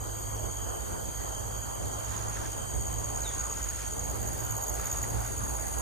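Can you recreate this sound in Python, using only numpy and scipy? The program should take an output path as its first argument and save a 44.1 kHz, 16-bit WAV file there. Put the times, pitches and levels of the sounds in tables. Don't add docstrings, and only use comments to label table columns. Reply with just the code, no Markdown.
import sys
import numpy as np
from scipy import signal
from scipy.io import wavfile
from scipy.ndimage import uniform_filter1d

SR = 44100
rng = np.random.default_rng(int(sys.argv[2]) if len(sys.argv) > 2 else 0)


def pcm_store(signal):
    levels = np.round(np.clip(np.atleast_2d(signal), -1, 1) * 32767)
    wavfile.write(sys.argv[1], SR, levels.astype(np.int16).T)


def volts(x):
    e = np.asarray(x, float) / 20
    return 10 ** e


N = 256220
T = np.arange(N) / SR


def curve(table):
    s, *columns = np.transpose(table)
    return [np.interp(T, s, c) for c in columns]


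def bumps(table):
    return sum(db * np.clip(1 - abs(T - s) / half_s, 0, 1) for s, half_s, db in table)


def phrases(table, fade_db_per_s):
    rise, fall = fade_db_per_s
    levels = []
    for start, end, db, *_ in table:
        levels.append(db - rise * np.maximum(start - T, 0) - fall * np.maximum(T - end, 0))
    return np.max(levels, axis=0)


def walk(rate, count=1):
    k = int(SR / rate)
    held = np.repeat(rng.standard_normal((count, N // k + 1)), k, 1)
    smooth = uniform_filter1d(uniform_filter1d(held, k), k)[:, :N]
    return smooth / smooth.std()


def pair(x, pan_db, turn=0.):
    left = (x * np.exp(.5j * turn)).real * volts(pan_db / 2)
    right = (x * np.exp(-.5j * turn)).real * volts(-pan_db / 2)
    return np.array([left, right])


def air(spectrum, flicker_db, grain_db=0.):
    grains = volts(grain_db * np.minimum(rng.exponential(size=N), 5))
    noise = rng.standard_normal((2, N)) * grains / np.sqrt(np.mean(grains ** 2))
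    hz, _, z = signal.stft(noise, SR, nperseg=2048)
    f, mid_db, side_db, pan_db = np.transpose(spectrum)

    def colour(column, above_db):
        return np.interp(np.log(hz + 1), np.log(f), column, left=-150, right=above_db)[:, None]

    mid, side = volts(colour(mid_db, -150)), volts(colour(side_db, -150))
    pan = np.clip(colour(pan_db, 0), -6, 6)
    patch = rng.standard_normal(z.shape[1:])
    patch = uniform_filter1d(uniform_filter1d(patch, size=24, axis=0), size=4, axis=1)
    z = z * volts(flicker_db * patch / patch.std() + 10 * np.log10(SR / 2))
    m, s = z[0] * mid, z[1] * side
    both = np.array([(m + s) * volts(pan / 2), (m - s) * volts(-pan / 2)])
    return signal.istft(both, SR, nperseg=2048)[1][:, :N]


def strokes(times, hz, db, length_ms, glide, rise, scatter_db, detune):
    out = np.zeros(N + SR, complex)
    u = np.arange(int(length_ms * SR / 1000)) / SR
    share = u / u[-1]
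    shape = np.sin(np.pi * share ** rise) ** 2
    for s, f, d, c in zip(times, hz, db, rng.standard_normal((len(times), 3))):
        phase = 2 * np.pi * f * (1 + detune * c[0]) * u * (1 + glide * (1 - share) / 2) + 10 * c[1]
        i = int(s * SR)
        out[i:i + len(u)] += volts(d + scatter_db * c[2]) * shape * np.exp(1j * phase)
    return out[:N]


def foliage(x, t60_s, wet_db, gap_ms):
    u = np.arange(SR // 2) / SR
    tail = rng.standard_normal((2, len(u))) * volts(-60 * u / t60_s) * (u > gap_ms / 1000)
    tail *= volts(wet_db) / np.sqrt(np.sum(tail ** 2, 1, keepdims=True))
    return x + signal.fftconvolve(x, tail, axes=1)[:, :N]


def octave_db():
    # centre_s, half_length_s, level_db
    beam = [(0, .16, -9), (2.1, .28, -7), (3.35, .22, -3), (4.6, 0.58, 9)]
    return -60 + 1.82 * T + bumps(beam)


def cricket():
    # time_s, lag_ms behind a steady beat
    chirp_lag = [(0.026, 26.3), (0.261, 27.2), (0.734, 33.0), (1.204, 35.2), (2.388, 51.5), (2.854, 50.3),
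                 (3.321, 50.5), (3.791, 53.1), (4.494, 54.9), (4.958, 51.5), (5.712, 46.4)]
    # after_start_ms, level_db
    chirp_strokes = [
        (1.6, -5),
        (14.8, 0),
        (28.2, -0.9),
    ]
    # time_s, level_db
    right_port = [(0, -49), (.2, -47.5), (.6, -40.5), (.9, -47.5), (1.2, -41), (1.6, -42.5), (1.8, -45),
                  (2.2, -34.5), (2.6, -42.5), (3.4, -33.5), (3.8, -38), (4.0, -36), (4.2, -39.5),
                  (4.5, -36), (5.0, -35), (5.2, -40), (5.4, -37), (5.81, -40.5)]
    # centre_s, half_length_s, level_db
    shadows = [(.9, 0.24, -7), (1.4, 0.24, -14), (2.12, 0.48, -13), (4.24, 0.3, -9), (4.7, .26, -2.5),
               (5.2, 0.19, -6), (5.62, 0.24, 0.5)]
    s, lag_ms = np.transpose(chirp_lag)
    beat = np.arange(-1, 100) / 17.12
    starts = beat + np.interp(beat, s - lag_ms / 1000, lag_ms) / 1000
    ms, db = np.transpose(chirp_strokes)
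    times = np.maximum(starts[:, None] + (ms - 4.8) / 1000, 0).ravel()
    wing = strokes(times, 6690 + 0 * times, np.tile(db, len(starts)), length_ms=10.45, glide=0.099,
                   rise=1.0, scatter_db=1.76, detune=0.0068)
    shake = np.exp(2j * walk(9.)[0])
    wing = wing + volts(-8.5) * np.roll(wing, int(4.7 * SR / 1000)) * shake
    right_db, pan_db = curve(right_port)[0], -1.6 + bumps(shadows)
    octave = wing ** 2 / (abs(wing) + 0.07)
    both = pair(wing * volts(right_db + pan_db / 2 + 7.5), pan_db, 0.77)
    both = both + pair(octave * volts(octave_db() + 8.0), 0, 0.76)
    return foliage(both, t60_s=.18, wet_db=-11., gap_ms=3.)


def fizz():
    # pitch_hz, mid_db_per_hz, side_db_per_hz, left_minus_right_db
    scrape = [(13500, -97, -100, -2), (14530, -91.5, -102, -11), (15100, -95, -96, -1),
              (15400, -94.5, -93, 0), (16000, -104, -94, 0)]
    return air(scrape, flicker_db=1.8) * volts(np.clip(.7 * (octave_db() + 52), -5, 1.5))


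def trill():
    # start_s, end_s, level_db, from_hz, to_hz
    songs = [
        (0, 1.001, -57, 8300, 8480),
        (2.6, 2.92, -52.5, 8230, 8350),
        (3.18, 3.5, -54, 8450, 8310),
        (3.66, 3.95, -57, 8400, 8417),
        (4.9, 4.94, -59, 8820, 8740),
        (5.52, 5.81, -57, 8550, 8710),
    ]
    # time_s, lag_ms behind a steady beat
    trill_lag = [(0, 1.2), (1, 1.8), (2.5, 4.2), (3, 4), (3.2, .3), (3.6, 1), (3.8, -1.8), (5.5, -6),
                 (5.81, -3.5)]
    start, end, _, from_hz, to_hz = np.transpose(songs)
    hz = np.interp(T, np.ravel([start, end], "F"), np.ravel([from_hz, to_hz], "F"))
    db = phrases(songs, fade_db_per_s=(70, 110))
    beat = np.arange(1, 340) / 58.6
    times = beat + (np.interp(beat, *np.transpose(trill_lag)) - 5.) / 1000
    i = (times * SR).astype(int)
    song = strokes(times, hz[i], db[i] + 9.5, length_ms=15.0, glide=0.039, rise=1.0, scatter_db=1.9,
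                   detune=0.0056)
    return foliage(pair(song, -1.4, 1.74), t60_s=0.21, wet_db=-3.0, gap_ms=3.)


def crowds(count=6):
    # wing_hz, spread_hz, strokes_per_s, level_db, swell_db_per_s
    species = [(3150, 80.4, 66, -65.5, -1.13), (4620, 170, 80, -59, 0.2), (6618, 170, 95, -44.5, 0.13),
               (8170, 404, 140, -51, 0.5), (10540, 420, 150, -44, 4.5), (12960, 395, 92, -60, -1)]
    # centre_s, half_length_s, level_db
    surges = [
        (1.3, 0.36, 1.6),
        (2.4, 0.42, -1.5),
        (3.2, .5, 0.2),
        (4.5, 0.32, -1),
        (5.4, 0.36, -1.8),
    ]
    out, drifts = 0, walk(2.2, count=count)
    for hz, spread_hz, rate, db, swell_db in species:
        crowd = 0
        for c, place, drift in zip(rng.standard_normal((count, 2)), rng.random((count, 2)), drifts):
            i = np.arange(place[0] * SR / rate, N, SR / (rate * (1 + .08 * c[0]))).astype(int)
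            stroke_db = 1.03 * drift[i - int(hz)]
            song = strokes(T[i], 0 * i + hz, stroke_db, 1100 / rate, glide=0.028, rise=0.89,
                           scatter_db=1.04, detune=spread_hz / hz)
            crowd = crowd + pair(song, 5.9 * c[1] - 1.2, 1.87 * place[1])
        out = out + crowd / crowd.std() * volts(db + swell_db * (T - 7))
    return out * volts(bumps(surges))


def whistles():
    # start_s, end_s, from_hz, to_hz
    glides = [(0, 2.9, 3255, 3228), (.45, 1.05, 3102, 3090), (.2, 1, 3200, 3185), (1.2, 2.25, 3172, 3140),
              (2.3, 3.25, 3140, 3108), (2.52, 2.78, 3133, 3124), (2.78, 3.24, 3124, 3106),
              (1.3, 3.2, 3225, 3185), (3.35, 3.8, 3105, 3085), (3.4, 4.3, 3195, 3160),
              (4.3, 5.81, 3155, 3122), (4.25, 4.9, 3075, 3058)]
    glide_db = [-65.5, -60, -81, -60.5, -61, -55, -59, -70, -64, -63, -75, -67]
    out, wavers = 0, walk(18., count=len(glides))
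    for (start, end, from_hz, to_hz), db, w, c in zip(glides, glide_db, wavers, rng.random((len(glides), 2))):
        fade = np.clip(np.minimum(T - start, end - T) / 0.17, 0, 1)
        hz = np.interp(T, [start, end], [from_hz, to_hz])
        turn = 2 * np.pi * np.cumsum(hz) / SR + 0.7 * w[::-1]
        tone = fade * volts(db + 4.0 + 3.2 * w) * np.exp(1j * turn)
        out = out + pair(tone, 6 * c[0] - 3, 1.07 + 1.1 * c[1])
    return out


def engines():
    # centre_s, half_length_s, level_db
    first_fades = [(.87, 0.36, -5), (1.45, 0.19, 2.5), (2.0, .35, -4), (2.613, 0.2, -19), (3.77, 0.32, 0),
                   (4.354, 0.38, -9), (5.81, 0.49, 0)]
    # centre_s, half_length_s, level_db
    second_fades = [(.95, 0.55, -13), (1.74, 0.28, -7), (2.9, 0.15, 0), (3.62, 0.4, -15.5), (4.8, 0.35, -8),
                    (5.81, 0.41, -11)]
    # centre_s, half_length_s, level_db
    other_fades = [(1.72, .35, -13), (2.03, 0.33, 5), (2.75, 0.37, 11), (4.2, 0.38, 7), (5.7, 0.33, 9)]
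    first_db, second_db, other_db = -41 + bumps(first_fades), -41 + bumps(second_fades), -46 + bumps(other_fades)
    w = walk(7., count=3)
    firing_hz = 52.1 + .79 * T
    other_hz = 61.25 - 0.1856 * T + 0.459 * walk(3.)[0]
    turn = 2 * np.pi * np.cumsum(firing_hz) / SR
    other_turn = 2 * np.pi * np.cumsum(other_hz) / SR
    first = pair(volts(first_db - 1.5 + 0.6 * w[0]) * np.exp(1j * turn), -4.0, -0.4)
    second = pair(volts(second_db - .6 + 1.8 * w[1]) * np.exp(2j * turn + .3j * w[0]), -4.5, -0.16)
    other = pair(volts(other_db - 2.5 + 1.4 * w[2]) * np.exp(1j * other_turn), -16.0, -1.0)
    return first + second + other


def road():
    # pitch_hz, mid_db_per_hz, side_db_per_hz, left_minus_right_db
    rumble = [(22, -99, -101, 1), (40, -85, -69, 8), (55, -52.5, -59, -9), (79, -66, -63, 0.5),
              (119, -69, -62.5, -3), (191, -77, -72.5, 0.5), (443, -76, -72.5, 0), (827, -76, -70, -3),
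              (1443, -81.5, -79.5, -2.5), (2485, -94.5, -94.5, 3), (3780, -105, -105, 25)]
    # centre_s, half_length_s, level_db
    traffic = [
        (0, 0.2, -3.5),
        (.93, 0.057, 2),
        (2.52, 0.066, -4.5),
        (3.7, 0.26, -2.4),
        (5.1, 0.22, 0.7),
    ]
    level_db = 0.49 * (T - T.mean()) + bumps(traffic) + 0.44 * walk(25.08)[0]
    return air(rumble, flicker_db=1.9) * volts(level_db)


def gust_stir_db():
    # start_s, end_s, stir_db
    gusts = [(0, .03, -58.5), (.9, .94, -67), (1.79, 1.93, -63), (2.12, 2.2, -51), (2.35, 2.47, -51.5),
             (2.65, 2.72, -65), (3.24, 3.42, -52.5), (3.55, 3.78, -53), (3.8, 3.82, -51), (4.0, 4.18, -57),
             (4.3, 4.43, -54.5), (4.78, 4.97, -52.5), (5.04, 5.05, -54), (5.1, 5.2, -55), (5.25, 5.27, -52),
             (5.6, 5.64, -55.5), (5.75, 5.81, -54.5)]
    return np.maximum(phrases(gusts, fade_db_per_s=(47, 62)), -72)


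def canopy(stir_db):
    # pitch_hz, mid_db_per_hz, side_db_per_hz, left_minus_right_db
    hiss = [(1570, -110, -110, -20), (2725, -95, -90, 3.5), (4054, -93.5, -93, 2.5), (5400, -97.5, -92, 20),
            (6360, -83, -100, 12), (7000, -88.5, -80, -3.5), (9040, -87, -86.5, -5.5),
            (10300, -88, -101, 4), (11030, -90.5, -90, -11), (11780, -110, -87.5, 1),
            (12750, -91.5, -83, 2), (13500, -89.5, -90, 0), (14300, -96, -100, 2), (15760, -103, -96, 3)]
    lift_db = np.clip(0.1 * (uniform_filter1d(stir_db, SR // 4) + 52.5), -1.1, .1)
    return air(hiss, flicker_db=.8) * volts(lift_db + 0.26 * (T - T.mean()))


def leaves(stir_db):
    # pitch_hz, mid_db_per_hz, side_db_per_hz, left_minus_right_db
    brushing = [(696, -18, -25, 2), (1440, 9, -3, -1), (2450, 0, -1, -3), (4030, -6.5, -10, -0.5),
                (5700, -2, -9, 18), (11000, -24, -15, -15)]
    rustle = air(brushing, flicker_db=1.9, grain_db=4.1)
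    return rustle / rustle.std() * volts(-64 + 1.8 * (stir_db + 59.5))


def twigs():
    # start_s, peak_db, ring_hz, left_minus_right_db
    ticks = [
        (1.257, -45, 3340, -1.5),
        (2.371, -30.5, 1680, -1.5),
        (2.456, -35, 1628, -10),
        (3.7913, -35.5, 1853, -1.5),
        (4.7972, -29.5, 1230, -4),
        (5.0402, -28.5, 1890, -2.0),
        (5.5892, -34, 1430, 2),
    ]
    out = np.zeros((2, N))
    u = np.arange(SR // 50) / SR
    for (s, db, hz, pan_db), noise in zip(ticks, rng.standard_normal((len(ticks), len(u)))):
        ring = np.exp(2j * np.pi * hz * u - u / 0.0017)
        crack = 0.27 * noise * np.exp(-u / .0009)
        i = int(s * SR)
        out[:, i:i + len(u)] += pair(volts(db) * (ring + crack), pan_db, 1.27)
    return out


def bird():
    # time_s, pitch_hz, level_db
    slur = [
        (3.228, 4300, -68),
        (3.24, 4070, -56),
        (3.256, 3780, -46),
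        (3.275, 3600, -48.5),
        (3.295, 3460, -55),
        (3.315, 3350, -60),
        (3.37, 3266, -64),
    ]
    hz, db = curve(slur)
    on = (T > slur[0][0]) & (T < slur[-1][0])
    tone = on * volts(db + 5.5 + 1.6 * walk(120.)[0]) * np.exp(2j * np.pi * np.cumsum(hz) / SR)
    return foliage(pair(tone, 1.37, 1.2), t60_s=.4, wet_db=-9., gap_ms=8.)


def scene():
    stir_db = gust_stir_db()
    insects = cricket() + fizz() + trill() + crowds() + whistles()
    distance = engines() + road() + canopy(stir_db)
    return insects + distance + leaves(stir_db) + twigs() + bird()


def top_cut(x):
    return signal.sosfilt(signal.butter(12, 15760, fs=SR, output="sos"), x)


def record(dry):
    # pitch_hz, mid_db_per_hz, side_db_per_hz
    starve = [(2210, -99, -99), (2650, -95.5, -91), (3818, -95.5, -97), (5540, -96, -98), (7300, -100, -95),
              (9500, -96, -99), (9965, -92.5, -93), (10900, -98, -98), (11560, -82, -92), (12060, -80, -94),
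              (12570, -92.5, -90), (13500, -93.5, -98), (13800, -89, -82), (14570, -89.5, -88),
              (15200, -89, -92), (15800, -78, -90)]
    left, right = dry
    hz, _, z = signal.stft(np.array([left + right, left - right]) / 2, SR, nperseg=2048)
    edges = np.r_[0:320:8, 320:1025:16]
    width = np.diff(np.r_[edges, len(hz)])
    power = np.add.reduceat(abs(z) ** 2, edges, axis=1) / width[:, None]
    level_db = 10 * np.log10(uniform_filter1d(power, 2) * 2048 / 1.5 / (SR / 2) + 1e-20)
    f, *limits = np.transpose(starve)
    limit_db = np.array([np.interp(hz[edges + width // 2], f, c, left=-200) for c in limits])
    scatter_db = 2.36 * rng.standard_normal(power.shape)
    heard = level_db > limit_db[:, :, None] + scatter_db
    z = z * np.repeat(heard, width, axis=1)
    mid, side = signal.istft(z, SR, nperseg=2048)[1][:, :N]
    return top_cut(np.array([mid + side, mid - side]))


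dry = scene()
out = record(dry)
pcm_store(out)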